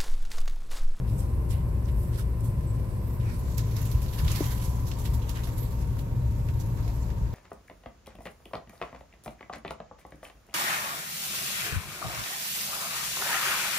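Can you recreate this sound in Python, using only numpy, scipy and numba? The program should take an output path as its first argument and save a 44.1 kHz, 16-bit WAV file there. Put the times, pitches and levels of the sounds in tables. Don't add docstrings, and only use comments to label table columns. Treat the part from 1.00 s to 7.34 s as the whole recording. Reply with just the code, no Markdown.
import sys
import numpy as np
from scipy import signal
from scipy.fft import rfft, irfft
from scipy.io import wavfile
from scipy.ndimage import uniform_filter1d
from numba import njit

SR = 44100
rng = np.random.default_rng(int(sys.argv[2]) if len(sys.argv) > 2 else 0)


def persist_wave(psi):
    counts = np.round(np.clip(psi, -1, 1) * 32767).astype(np.int16)
    wavfile.write(sys.argv[1], SR, np.atleast_2d(counts).T)


def field_ratio(decibels):
    return 10 ** (np.asarray(decibels, dtype=float) / 20)


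N = 279594
T = np.arange(N) / SR

# start in seconds, peak level in dB, centre in Hz,
# bright part in dB.
SNAPS = [(0.855, -44, 6030, -16), (1.134, -43, 1710, -23), (1.4062, -41.5, 9000, -6),
         (2.4813, -40, 1520, -10), (2.5222, -42, 4610, -23), (2.5808, -26.5, 7300, -18),
         (2.7113, -37.5, 2080, -3), (2.765, -28.5, 5140, -5), (2.815, -33.5, 1770, -2),
         (2.855, -32.5, 7220, 1), (2.9143, -29, 4540, -3), (2.949, -44, 1980, -25), (3.018, -33.5, 2920, 3),
         (3.0616, -40, 3270, -17), (3.083, -37, 3310, -16), (3.25, -37, 2170, -7),
         (3.2798, -26.5, 3000, -17), (3.316, -24, 6760, -7), (3.359, -28, 4000, -2),
         (4.063, -37, 3400, -30), (3.915, -33, 3300, -40), (4.2926, -27.5, 4570, -3),
         (6.102, -40.5, 1900, -17), (4.58, -31, 6700, 3), (4.968, -41, 1520, -11), (4.9907, -34, 3500, -2),
         (5.4864, -37, 2000, -32), (5.8775, -38, 2400, -12), (5.992, -61, 5030, -20),
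         (6.229, -56, 4000, -23)]
# start in seconds, peak level in dB, centre in Hz,
# bright part in dB, time to die away in seconds.
FOLDS = [(.07, -44, 3500, -8, 0.22), (.191, -38, 6540, -10, 0.27), (0.504, -33.5, 2800, -8.5, 0.32),
         (.8769, -40.5, 1920, -29, .14), (1.184, -31.5, 4500, -8, 0.15), (1.4433, -35.5, 7700, 0, 0.27),
         (2.199, -40, 2550, -30, .15), (2.498, -42, 5500, -9, .1), (3.1292, -32, 3340, -4, 0.18),
         (3.184, -26.5, 3300, -8, 0.084), (3.4412, -28, 2340, -9, 0.058), (3.5034, -29.5, 4430, -3, 0.11),
         (3.6147, -28.5, 7400, -3, 0.47), (3.868, -30, 5360, -2, 0.19), (3.9856, -31, 7830, -8, 0.17),
         (4.052, -27, 3050, -8, 0.094), (4.14, -30, 6100, 2, 0.13), (4.2178, -36, 2960, -12, 0.12),
         (4.354, -28.5, 2030, -18, 0.24), (4.4346, -31.5, 4200, -6, 0.12), (4.4712, -32, 1860, -8, .13),
         (4.621, -35.5, 3250, 0, 0.28), (5.598, -33.5, 6500, -11, 0.12), (5.7736, -40, 1530, -28, 0.22)]


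def unit(x):
    return x / np.sqrt(np.mean(x ** 2))


def on_log(table, hz):
    f, v = np.transpose(table)
    return np.interp(np.log(np.maximum(hz, 1)), np.log(f), v)


def colour(x, table):
    hz = np.fft.rfftfreq(N, 1 / SR)
    return irfft(rfft(x) * field_ratio(on_log(table, hz)), N)


def walk(rate):
    hold = int(SR / rate)
    steps = np.repeat(rng.standard_normal(N // hold + 1), hold)
    drift = uniform_filter1d(uniform_filter1d(steps, hold), hold)[:N]
    return drift / drift.std()


def pan(db):
    return field_ratio(np.array([[db / 2], [-db / 2]]))


def car_body():
    # frequency in Hz, level in dB per Hz.
    body = [(24, -38), (32, -42), (44, -6), (58, 0.5), (70, -0.5), (88, -7), (114, 5.5), (132, -3.5),
            (155, -11), (220, -20.5), (361, -26), (600, -29.5), (726, -38.5), (900, -37)]
    # frequency in Hz, level in dB per Hz.
    rail = [(900, -37.5), (1030, -34.5), (1130, -38.5), (1250, -44.5), (1800, -47.5), (2700, -52),
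            (3300, -65), (4000, -66)]
    # frequency in Hz, likeness from 0 to 1.
    likeness = [(60, 0.94), (130, 1), (290, 0.89), (640, 0.16), (1410, 0.2), (3100, 0.03), (6820, -0.0),
                (15000, 0.0)]
    # frequency in Hz, left minus right in dB.
    lean = [(40, 2), (120, 1.5), (300, 2.5), (700, 1.5), (1500, -0.5), (3000, 1)]
    bass_lag_s = 0.00023

    hz = np.fft.rfftfreq(N, 1 / SR)
    like = np.clip(on_log(likeness, hz), 0, 1)
    mid, side = rfft(rng.standard_normal((2, N)))
    shared, apart = np.sqrt(1 + like) * mid, np.sqrt(1 - like) * side
    both = np.array([shared + apart, shared - apart])
    tone_db = on_log(body[:-1] + rail, hz)
    both = both * field_ratio(tone_db + np.outer([.5, -.5], on_log(lean, hz)))
    both[0] *= np.exp(-2j * np.pi * hz * bass_lag_s)

    edges = (0, 88, 160, 700, 1250, 5000)
    steadiness = (0.66, 0.91, 0.12, 0.072, 0.039)
    out = 0
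    for lo, hi, gain, even in zip(edges, edges[1:], shell_levels(), steadiness):
        band = irfft(both * (hz >= lo) * (hz < hi), N)
        swell = np.sqrt(uniform_filter1d(band.mean(0) ** 2, int(.07 * SR)) + 1e-12)
        band = band / swell ** even
        out = out + band / band.mean(0).std() * gain
    return out


def shell_levels():
    # middle in seconds, length in seconds, low boom in dB, floor boom in dB.
    jolts = [(0.035, 0.031, -29, -27.5), (0.138, 0.052, -32, -26), (0.235, 0.075, -27, -38),
             (0.361, 0.063, -24.5, -34), (0.54, 0.075, -24.5, -29.5), (0.707, 0.15, -28.5, -31.5),
             (0.946, 0.089, -27, -33.5), (1.11, 0.13, -32, -31.5), (1.275, 0.056, -28.5, -47),
             (1.463, 0.071, -44, -26.5), (1.598, 0.097, -30, -32), (1.754, 0.083, -44, -28.5),
             (1.998, 0.15, -30, -34), (2.233, 0.075, -37, -27), (2.414, 0.23, -32.5, -47),
             (2.627, 0.057, -37, -26), (2.81, 0.13, -38.5, -27.5), (2.957, 0.036, -23, -28),
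             (3.057, 0.037, -28.5, -32), (3.27, 0.077, -22, -26.5), (3.443, .1, -44, -28.5),
             (3.686, 0.15, -32, -34), (3.83, 0.051, -29, -30.5), (4.133, 0.11, -26.5, -30),
             (4.596, 0.16, -34, -33), (4.92, 0.11, -36.5, -31), (5.21, 0.13, -28.5, -28),
             (5.447, 0.23, -31, -32), (5.716, 0.28, -30.5, -31), (6.23, .07, -27.5, -34.5)]
    # time in seconds, level in dB.
    rail_song = [(0, -58.5), (.41, -55.5), (1.02, -58), (2.0, -56.5), (3.1, -55), (3.4, -48), (3.6, -53),
                 (4.4, -54), (5.3, -58), (5.8, -55.5), (6.34, -56)]
    s, length, low_db, floor_db = np.array(jolts).T[:, :, None]
    swell = np.exp(-(2 * (T - s) / length) ** 2 / 2)

    def boom(calm_db, jolt_db):
        return np.sqrt(field_ratio(calm_db) ** 2 + (field_ratio(jolt_db) ** 2 * swell).sum(0))

    panels = field_ratio(-40.5 - 0.2255 * T)
    rail = field_ratio(np.interp(T, *np.transpose(rail_song)))
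    vents = field_ratio(-63)
    return [boom(-38.5, low_db), boom(-35, floor_db), panels, rail, vents]


def tones():
    # frequency at 0 s in Hz, end in seconds, first level in dB,
    # last level in dB, left minus right in dB.
    geared = [
        (1045.3, 3.85, -63, -56, 0),
        (522.6, 2.4, -63, -59, 0),
        (360.5, 3.4, -55, -60, 3),
        (783, .85, -64, -67, 0),
    ]
    # frequency in Hz, start in seconds, level in dB, wobble in dB,
    # left minus right in dB.
    held = [
        (36.4, -1, -39.5, 1.2, 3),
        (59.8, -1, -35.5, 2.5, 5),
        (941.8, -1, -62, .8, 0),
        (920.5, 3.97, -59.5, .6, 0),
    ]
    speed = 1 - .01235 * T
    out = 0
    for hz, end, first_db, last_db, pan_db in geared:
        db = first_db + (last_db - first_db) * T / end
        out = out + line(hz * speed, db, end - T, 1.2, pan_db)
    for hz, start, db, wobble_db, pan_db in held:
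        out = out + line(hz, db, T - start, wobble_db, pan_db)
    return out


def line(hz, db, on, wobble_db, pan_db):
    gain = np.clip(on / 0.031 + 1, 0, 1) * field_ratio(db + wobble_db * walk(6))
    wavering_hz = hz * (1 + 0.00052 * walk(3.99))
    sine = np.sqrt(2) * np.sin(2 * np.pi * np.cumsum(wavering_hz) / SR)
    return pan(pan_db) * gain * sine


def cloth():
    # time in seconds, effort in dB, fineness of the weave in dB.
    sliding = [(0, -76, -13), (.1, -59.5, 1), (.45, -71.5, 6), (.75, -67.5, 0.5), (1.06, -62, 3),
               (1.3, -67.5, 1.5), (1.8, -61.5, -2.5), (2.15, -61.5, 0.5), (2.4, -57, 0), (2.85, -51, 0),
               (3.02, -55, -1), (3.4, -43, 0), (3.75, -54.5, -2), (4.2, -54, -3), (4.6, -56, 0),
               (5.2, -60, -3.5), (5.85, -56.5, -1.5), (6.34, -59.5, -9)]
    s, effort_db, fine_db = np.transpose(sliding)
    effort = field_ratio(np.interp(T, s, effort_db)) ** 2
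    slide_db = 10 * np.log10(effort + stir(0))
    sheen_db = 10 * np.log10(effort + stir(0.47))
    dull_db = slide_db + 0.25 * (slide_db + 47) + 5.0
    bright_db = sheen_db + 4.0
    noise = rfft(rng.standard_normal((2, N)))
    third = 3 * np.log2(np.fft.rfftfreq(N, 1 / SR) / 1000 + 1e-9)
    out = 0
    for k in range(14):
        bright = np.clip((k - 7) / 2, 0, 1)
        db = dull_db + bright * (bright_db - dull_db)
        db = db + max(k - 6, 0) / 4 * np.interp(T, s, fine_db)
        db = db + 1.4 * walk(12) + 1.1 * walk(35)
        patch = irfft(noise * np.clip(1 - abs(third - k), 0, 1), N)
        out = out + patch * field_ratio(db)
    return out * grain(200, 2.0)


def stir(bright_share):
    s, db, _, bright_db = np.array([r[:4] for r in SNAPS + FOLDS]).T[:, :, None]
    is_snap = (np.arange(len(s)) < len(SNAPS))[:, None]
    db = db + 0.5 * is_snap - 21.5
    late = T - s - 0.0055
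    swell = np.exp(-(late / np.where(late < 0, 0.007, 0.017)) ** 2 / 2)
    return (field_ratio(db + bright_share * (bright_db + 5.5)) ** 2 * swell).sum(0)


def grain(rate, spread_db):
    hits = (rng.random(N) < rate / SR) * field_ratio(spread_db * rng.exponential(size=N))
    fading = signal.lfilter([1], [1, -np.exp(-1 / (0.0051 * SR))], hits)
    return unit(1 + 0.25 * fading)


def creases():
    # start in seconds, length in seconds, level in dB, centre in Hz,
    # width in octaves.
    rubs = [(0.169, 0.053, -54, 8000, 0.69), (0.491, 0.043, -54, 6000, 0.92),
            (6.004, 0.043, -64, 6800, 0.24), (0.836, 0.037, -64, 6140, .25), (0.944, 0.13, -59, 12000, 1.1),
            (1.116, 0.086, -57, 4130, 1.4), (1.175, 0.041, -55, 1490, 0.33),
            (1.656, 0.084, -64, 7900, 0.07), (1.986, 0.22, -60, 13600, 0.22),
            (2.216, 0.16, -56, 1910, 0.61), (2.242, 0.15, -60.5, 5130, 0.64),
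            (3.152, 0.085, -59, 1790, 0.11), (3.268, 0.077, -47.5, 3980, 1.1),
            (4.571, 0.095, -56, 12200, 0.11), (4.781, 0.062, -56.5, 8100, 2.9),
            (5.805, 0.15, -64, 4800, .5), (1.734, 0.045, -62, 7900, 0.58), (2.576, 0.01, -38.5, 14000, .25),
            (0.874, .03, -65, 3480, 0.87), (5.872, .025, -71, 3500, 0.93), (5.93, .02, -60, 13500, .3),
            (6.021, 0.041, -71, 4330, .03), (4.462, 0.037, -40, 680, .06), (5.85, 0.062, -44.5, 697, 0.041)]
    size = 16384
    out, t = np.zeros((2, N + size)), np.arange(size) / SR
    octave = np.log2(np.fft.rfftfreq(size, 1 / SR) + 1)
    rows = [(*r, .12, .55) for r in SNAPS] + [(*r, .15) for r in FOLDS]
    for s, db, hz, bright_db, t60, snap in rows:
        peak = np.exp(-((octave - np.log2(hz)) / 0.68) ** 2)
        shape = peak + np.where(octave < 13.1, .3, 0.071 + 1.1 * field_ratio(bright_db))
        drag = (1 - np.exp(-t / (0.048 * t60 + 0.0012))) * np.exp(-np.log(1000) * t / t60)
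        tick = (1 - np.exp(-t / .0004)) * np.exp(-t / .0035)
        fade = 1.67 * snap * tick + 0.56 * (1 - snap) * drag
        out[:, int(s * SR):][:, :size] += field_ratio(db - 3.0) * burst(shape, size) * fade
    for s, length, db, hz, width in rubs:
        shape = np.exp(-((octave - np.log2(hz)) / width) ** 2)
        swell = np.sin(np.pi * np.clip(t / length, 0, 1))
        out[:, int(s * SR):][:, :size] += field_ratio(db + 4.0) * burst(shape, size) * swell
    return out[:, :N] * grain(220, 2.16)


def burst(shape, size):
    steps = np.repeat(rng.standard_normal(len(shape) // 90 + 1), 90)[:len(shape)]
    ripple = uniform_filter1d(steps, size=60)
    return unit(irfft(rfft(rng.standard_normal((2, size))) * shape * field_ratio(2.2 * ripple)))


@njit
def svf(x, hz, q):
    y, b, l = np.empty(len(x)), 0., 0.
    for i in range(len(x)):
        g = np.tan(np.pi * hz[i] / SR)
        v = (b + g * (x[i] - l)) / (1 + g * (g + 1 / q[i]))
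        b, l, y[i] = 2 * v - b, l + 2 * g * v, v / q[i]
    return y


def ports(x):
    # frequency in Hz, gain in dB.
    left_tone = [(1200, 2), (2500, -1), (3800, -1), (4600, -3.5), (6000, -5), (8000, -2), (9500, -9.5),
                 (11000, -6), (15500, -12.5)]
    # frequency in Hz, gain in dB.
    right_tone = [(1200, 1.5), (2500, 1.5), (5000, 3.5), (8000, 6.5), (10000, 4.5), (11800, 9), (13500, 3),
                  (15800, -1.5)]
    # time in seconds, centre in Hz, sharpness.
    notch = [
        (0, 6700, 4.8),
        (2.36, 6700, 4),
        (2.42, 8700, 1.86),
        (6.34, 9000, 1.9),
    ]
    s, hz, q = np.transpose(notch)
    right = x[1] - 0.71 * svf(x[1], np.interp(T, s, hz), np.interp(T, s, q))
    return np.array([colour(x[0], [(200, -48)] + left_tone), colour(right, [(200, -38)] + right_tone)])


def knock():
    start_s, ledge_hz, blow_db = 3.4063, 285, -9.5
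    t = np.maximum(T - start_s, 0)
    turns = ledge_hz * t + 0.43 * (1 - np.exp(-t / .004))
    attack = (1 - np.exp(-t / 0.0014)) ** 2
    fade = attack * (0.92 * np.exp(-t / 0.002) + 0.067 * np.exp(-t / 0.017)) * 2
    ring = np.sin(2 * np.pi * turns) + 0.2 * np.sin(2 * np.pi * 560 * t)
    return -pan(2.8) * field_ratio(blow_db) * fade * ring


def air():
    return field_ratio(-60.5) * rng.standard_normal((2, N))


def scene():
    return car_body() + tones() + knock() + ports(cloth() + creases() + air())


def roll_off(x):
    return signal.sosfilt(signal.butter(12, 15910, fs=SR, output="sos"), x)


def record(dry):
    top = signal.ellip(10, .2, 60, 15780, fs=SR, output="sos")
    return roll_off(signal.sosfilt(top, dry))


dry = scene()
out = record(dry)
persist_wave(out)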